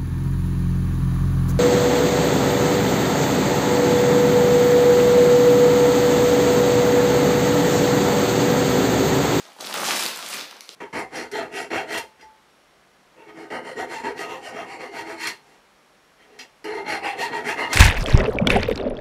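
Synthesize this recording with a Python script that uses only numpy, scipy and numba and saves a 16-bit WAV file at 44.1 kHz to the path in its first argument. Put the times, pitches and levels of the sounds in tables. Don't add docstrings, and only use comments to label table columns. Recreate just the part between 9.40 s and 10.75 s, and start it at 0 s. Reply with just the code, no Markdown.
import sys
import numpy as np
from scipy import signal
from scipy.fft import rfft, irfft, next_fast_len
from scipy.io import wavfile
from scipy.ndimage import uniform_filter1d
from numba import njit

SR = 44100
rng = np.random.default_rng(int(sys.argv[2]) if len(sys.argv) > 2 else 0)


def unload_audio(sound):
    columns = np.transpose(np.atleast_2d(sound))
    steps = np.round(np.clip(columns, -1, 1) * 32767)
    wavfile.write(sys.argv[1], SR, steps.astype(np.int16))


def convert_level_to_amplitude(level_db):
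    exponent = np.asarray(level_db, float) / 20
    return 10 ** exponent


N = 59535


def unit(x):
    return x / np.sqrt(np.mean(x ** 2))


def colour(x, points):
    size = next_fast_len(len(x) + 4096)
    bin_hz = np.maximum(np.arange(size // 2 + 1) * SR / size, 1)
    hz, db = np.array(points, float).T
    gain = convert_level_to_amplitude(np.interp(np.log(bin_hz), np.log(hz), db))
    return irfft(rfft(x, size) * gain, size)[:len(x)]


def band(x, lo_hz, hi_hz):
    sos = signal.butter(2, [lo_hz, min(hi_hz, .45 * SR)], "band", fs=SR, output="sos")
    return signal.sosfilt(sos, x)


def walk(per_s):
    hold = int(SR / per_s)
    steps = np.repeat(rng.standard_normal(N // hold + 1), hold)
    return unit(uniform_filter1d(steps, hold)[:N])


CLUMP_FADE_S = .006


def clumps(per_s):
    chance, height = rng.random((N, 2)).T
    starts = (chance < per_s / SR) * height
    surges = signal.lfilter([1], [1, -np.exp(-1 / (CLUMP_FADE_S * SR))], starts)
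    bounded = np.tanh(unit(surges))
    return unit(bounded - bounded.mean())


@njit
def rings(count, at, hz, cycles, size):
    out = np.zeros(count)
    for k in range(len(at)):
        turn = np.exp((2j * np.pi - np.log(1000) / cycles[k]) * hz[k] / SR)
        rise = np.exp(-3 * hz[k] / SR)
        z, i, unrisen = size[k] + 0j, int(at[k] * SR), 1.
        while i < count and abs(z) > .003 * abs(size[k]):
            out[i] += z.imag * (1 - unrisen)
            z, i, unrisen = z * turn, i + 1, unrisen * rise
    return out


SLIPS, SLIP_OCTAVES = 6, 1.34
FIRST_DB, SLIP_DB, SLIP_FALL_DB = 5, 1, 7
FIRST_SHARE = 0.66


def buckles(at, db, hz, tear_ms, cycles):
    lateness, shuffle = rng.random((len(at), SLIPS, 2)).T
    pitches = (shuffle.argsort(axis=0) + lateness) / SLIPS
    cycles = cycles + 0 * at
    at = at - .7 / hz
    out = rings(N, at, hz, FIRST_SHARE * cycles, convert_level_to_amplitude(db + FIRST_DB))
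    for late, pitch in zip(lateness, pitches):
        slip_hz = np.minimum(hz * 2 ** (SLIP_OCTAVES * (pitch - .5)), .36 * SR)
        slip_db = db + SLIP_DB - SLIP_FALL_DB * late
        out = out + rings(N, at + late * tear_ms / 1000, slip_hz, cycles, convert_level_to_amplitude(slip_db))
    return out


# [pitch_hz, level_db]
FLOOR = [(45, -48), (76, -15), (520, -4), (1060, -7), (3500, -10), (7500, -18), (15000, -24)]
FLOOR_DB = -55


def floor():
    hiss = unit(colour(rng.standard_normal(N), FLOOR))
    return convert_level_to_amplitude(FLOOR_DB + walk(3.4)) * hiss


# [pitch_hz, t60_s]
ROOM_T60 = [(250, 0.4), (1000, 0.55), (3000, 0.68), (7000, 0.3), (13000, 0.52)]
ROOM_DB, ROOM_GAP_S, ROOM_BUILD_S = -3, 0.0035, 0.0051
PLACES = 18


def kitchen(x):
    t = np.arange(SR // 2) / SR
    room_hz, room_s = np.array(ROOM_T60, float).T
    place = np.arange(N) * (PLACES - 1) / N
    out = 0
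    for k in range(PLACES):
        tail = 0
        for hz in 125 * 2. ** np.arange(8):
            t60 = np.interp(np.log(hz), np.log(room_hz), room_s)
            octave = band(rng.standard_normal(len(t)), hz / 2 ** .5, hz * 2 ** .5)
            tail = tail + octave * convert_level_to_amplitude(-60 * t / t60)
        tail = tail * np.clip((t - ROOM_GAP_S) / ROOM_BUILD_S, 0, 1)
        share = np.cos(np.pi / 2 * np.clip(place - k, -1, 1))
        out = out + signal.fftconvolve(x * share, tail / np.sqrt(np.sum(tail ** 2)))[:N]
    return convert_level_to_amplitude(ROOM_DB) * out


# [start_s, level_db, pitch_hz,
# ring_cycles]
CRACKS = [(1.2077, -32.5, 2200, 14.5), (1.2079, -29.5, 4300, 30), (1.2076, -29.5, 5800, 26),
          (1.2083, -38, 7200, 18), (1.2916, -24.5, 3040, 15), (1.2915, -24, 4000, 15),
          (1.2918, -21.5, 5200, 11), (2, -30, 6800, 29), (1.2921, -39, 1250, 8), (1.2925, -39.5, 423, 9.8),
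          (2.7, -23, 5400, 24), (1.2925, -35, 6800, 16)]


def cracks():
    at, db, hz, cycles = np.array(CRACKS, float).T
    return rings(N, at, hz, cycles, convert_level_to_amplitude(db + 3))


# [start_s, level_db, pitch_hz]
POPS = [(0.0526, -37, 880), (0.0872, -37, 900), (0.1641, -34.5, 800), (0.2063, -24, 760),
        (0.2982, -21.5, 855), (0.343, -16.5, 1120), (0.3987, -21.5, 955), (0.4814, -20, 1010),
        (0.5262, -21.5, 1040), (0.6289, -23, 970), (0.6654, -23, 1110), (0.7624, -27, 1070),
        (0.7898, -21.5, 1166), (0.8287, -27, 924), (0.846, -27.5, 880), (0.9295, -26.5, 960),
        (0.9408, -36, 1120), (0.9883, -30, 820), (1.1123, -33.5, 1140), (1.1261, -30.5, 1290),
        (1.1592, -33.5, 1120), (1.2096, -54, 1030), (1.2368, -39.5, 1090), (1.2943, -44, 790),
        (1.3026, -46, 680), (1.3383, -51, 920)]
POP_DB, POP_TEAR_MS, POP_CYCLES = -4, 5, 9


def pops():
    return convert_level_to_amplitude(POP_DB) * buckles(*np.array(POPS, float).T, POP_TEAR_MS, POP_CYCLES)


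# [start_s, level_db, pitch_hz]
TICKS = [(0.0531, -51, 7700), (0.1327, -41.5, 11070), (0.2096, -27, 10100), (0.271, -26, 9400),
         (0.3274, -32, 11560), (0.341, -16, 11970), (0.351, -31, 10100), (0.4034, -16, 10330),
         (0.4413, -20, 9010), (0.4945, -20, 9500), (0.5136, -17, 9200), (0.5949, -22, 10900),
         (0.624, -21, 9600), (0.6362, -15, 10900), (0.6554, -15.5, 10600), (0.6648, -17.5, 10200),
         (0.7603, -21, 9570), (0.7734, -22, 8550), (0.7907, -27, 11520), (0.8653, -26, 9500),
         (0.8881, -21, 9500), (0.8996, -24, 9800), (0.939, -24, 9740), (0.9435, -22, 11100),
         (0.966, -24, 11800), (1.0056, -29, 9400), (1.1105, -33.5, 12500), (1.1665, -36, 8200),
         (1.2082, -27, 9980), (1.2907, -34, 8000)]
TICK_TEAR_MS, TICK_CYCLES = 1.4, 12


def ticks():
    return buckles(*np.array(TICKS, float).T, TICK_TEAR_MS, TICK_CYCLES)


# [start_s, level_db, pitch_hz, tear_ms]
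SNAPS = [(0.0526, -34.5, 4270, 1.9), (0.1204, -38.5, 3320, 1.1), (0.1868, -36, 4350, 1.9),
         (0.2078, -19, 4700, 4.5), (0.2493, -23, 4400, 1), (0.2656, -24, 4700, 1.6),
         (0.271, -20.5, 4120, 2.15), (0.3035, -26.5, 4550, 3.3), (0.327, -19, 3810, 2.1),
         (0.3407, -17, 3550, 2.72), (0.3491, -30, 4000, 1.2), (0.3623, -19.5, 3760, 1.3),
         (0.6251, -13, 4630, 3.46), (0.6375, -17, 4340, 1.04), (0.6567, -16.5, 4880, 1.3),
         (0.6627, -13, 4220, 1.14), (0.7134, -22, 4500, 1.3), (0.7738, -23, 5020, 1.27),
         (0.8267, -21, 4030, 2.35), (0.862, -22, 4160, 1.35), (0.9302, -21, 4060, 1.2),
         (0.9946, -20, 3350, 1.2), (1.0042, -28, 3740, 1.3), (1.0108, -22, 4100, 1.99),
         (1.1104, -27.5, 4170, 3.2), (1.153, -45, 3900, 1.4), (1.1564, -39, 3570, 1.2),
         (1.1678, -33.5, 4170, 1.05)]
SNAP_CYCLES = 10


def snaps():
    return buckles(*np.array(SNAPS, float).T, SNAP_CYCLES)


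# [start_s, level_db, pitch_hz]
CRUNCH = [(0.204, -22, 5500), (0.218, -32, 3930), (0.2446, -18, 4270), (0.3105, -20.5, 1510),
          (0.326, -13, 3350), (0.3556, -14.5, 1480), (0.4194, -18, 1600), (0.4324, -14.5, 1520),
          (0.4436, -18, 2380), (0.481, -25, 3200), (0.4901, -13.5, 1700), (0.4937, -14, 4470),
          (0.5083, -4.5, 3650), (0.5139, -13, 2050), (0.5229, -13, 3460), (0.528, -12, 3500),
          (0.5344, -16, 2410), (0.5488, -12, 3250), (0.5574, -20, 6500), (0.5703, -19.5, 2270),
          (0.5948, -7.5, 5080), (0.5963, -12, 5600), (0.6061, -10, 4500), (0.6139, -15, 5200),
          (0.6778, -32, 3200), (0.6925, -19, 2060), (0.8974, -36, 2470), (0.9442, -19.5, 1600),
          (0.9594, -25, 1730), (0.9705, -16, 2880)]
CRUNCH_DB, CRUNCH_TEAR_MS = -7, 3.5


def crunch():
    return convert_level_to_amplitude(CRUNCH_DB) * buckles(*np.array(CRUNCH, float).T, CRUNCH_TEAR_MS, SNAP_CYCLES)


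def grains(per_s, lo_hz, hi_hz, cycles, scatter_db):
    when, pitch, rarity, side, length = rng.random((int(per_s * N / SR), 5)).T
    hz = lo_hz * (hi_hz / lo_hz) ** pitch
    size = convert_level_to_amplitude(-scatter_db * np.log(1 - 0.943 * rarity)) * np.sign(side - .5) * hz
    return unit(rings(N, when * N / SR, hz, cycles * (0.67 + 1.16 * length), size))


# [start_s, crackle_level_db, flex_relative_db, crispness_db]
HANDS = [(0, -38, -7, 0.5), (.035, -51, -3.5, -4), (0.098, -51.5, 7.5, -4), (.15, -69, -17, 12),
         (0.197, -48.5, 14.5, 7.5), (0.213, -33.5, -6, 4.5), (.335, -36.5, 1, 2.5), (0.338, -27, -4, 1),
         (0.42, -27, -1, 3), (0.51, -22.5, -6.5, 2), (0.58, -25, -5, 6.5), (0.67, -32, -4, 7),
         (.74, -40.5, -6.5, 4), (.86, -34.5, -6.5, 1), (.94, -30.5, -6.5, 3.5), (1.019, -35, -2.5, -2.5),
         (1.07, -55, 4, -12), (1.35, -52.5, -12, 11.5)]
# [pitch_hz, level_db]
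FILM = [(76, 10.5), (130, -7), (209, -6), (1200, -3.5), (1900, -5.5), (5550, -7), (15000, -22.5)]
CREASES_PER_S, CREASE_CYCLES, CREASE_SCATTER_DB = 7000, 7, 3.6
FLEXES_PER_S, FLEX_CYCLES, FLEX_SCATTER_DB = 800, 6, 2.2
SPLIT_HZ, CRISP_HZ = 1335, 7800
CLUMP_DB = 1.5


def rustle():
    t = np.arange(N) / SR
    start_s, *columns = np.array(HANDS, float).T
    effort_db, flex_db, crisp_db = (np.interp(t, start_s, c) for c in columns)
    creases = grains(CREASES_PER_S, SPLIT_HZ, 15800.0, CREASE_CYCLES, CREASE_SCATTER_DB)
    creases = unit(colour(creases, FILM))
    top = colour(creases, [(CRISP_HZ / 2, -40), (CRISP_HZ, -6), (CRISP_HZ * 1.5, 0)])
    creases = creases + (convert_level_to_amplitude(crisp_db) - 1) * top
    flexes = grains(FLEXES_PER_S, 118.2, SPLIT_HZ, FLEX_CYCLES, FLEX_SCATTER_DB)
    flexes = unit(colour(flexes, FILM))
    crackle = creases * convert_level_to_amplitude(CLUMP_DB * clumps(90.))
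    puffs = flexes * convert_level_to_amplitude(flex_db + CLUMP_DB * walk(29.84))
    return convert_level_to_amplitude(effort_db - 4.5) * (crackle + puffs)


def scene():
    bag = rustle() + cracks() + snaps() + ticks() + pops() + crunch()
    return (bag + kitchen(bag) + floor())[None]


def roll_off(x):
    return signal.sosfilt(signal.butter(12, 16360, fs=SR, output="sos"), x)


LOW_CUT_HZ, TOP_HZ = 171, 15350


def record(dry):
    low_cut = signal.butter(5, LOW_CUT_HZ, "high", fs=SR, output="sos")
    top_cut = signal.ellip(8, .2, 22, TOP_HZ, fs=SR, output="sos")
    cut = signal.sosfiltfilt(top_cut, signal.sosfilt(low_cut, dry))
    return roll_off(cut)


dry = scene()
out = record(dry)
unload_audio(out)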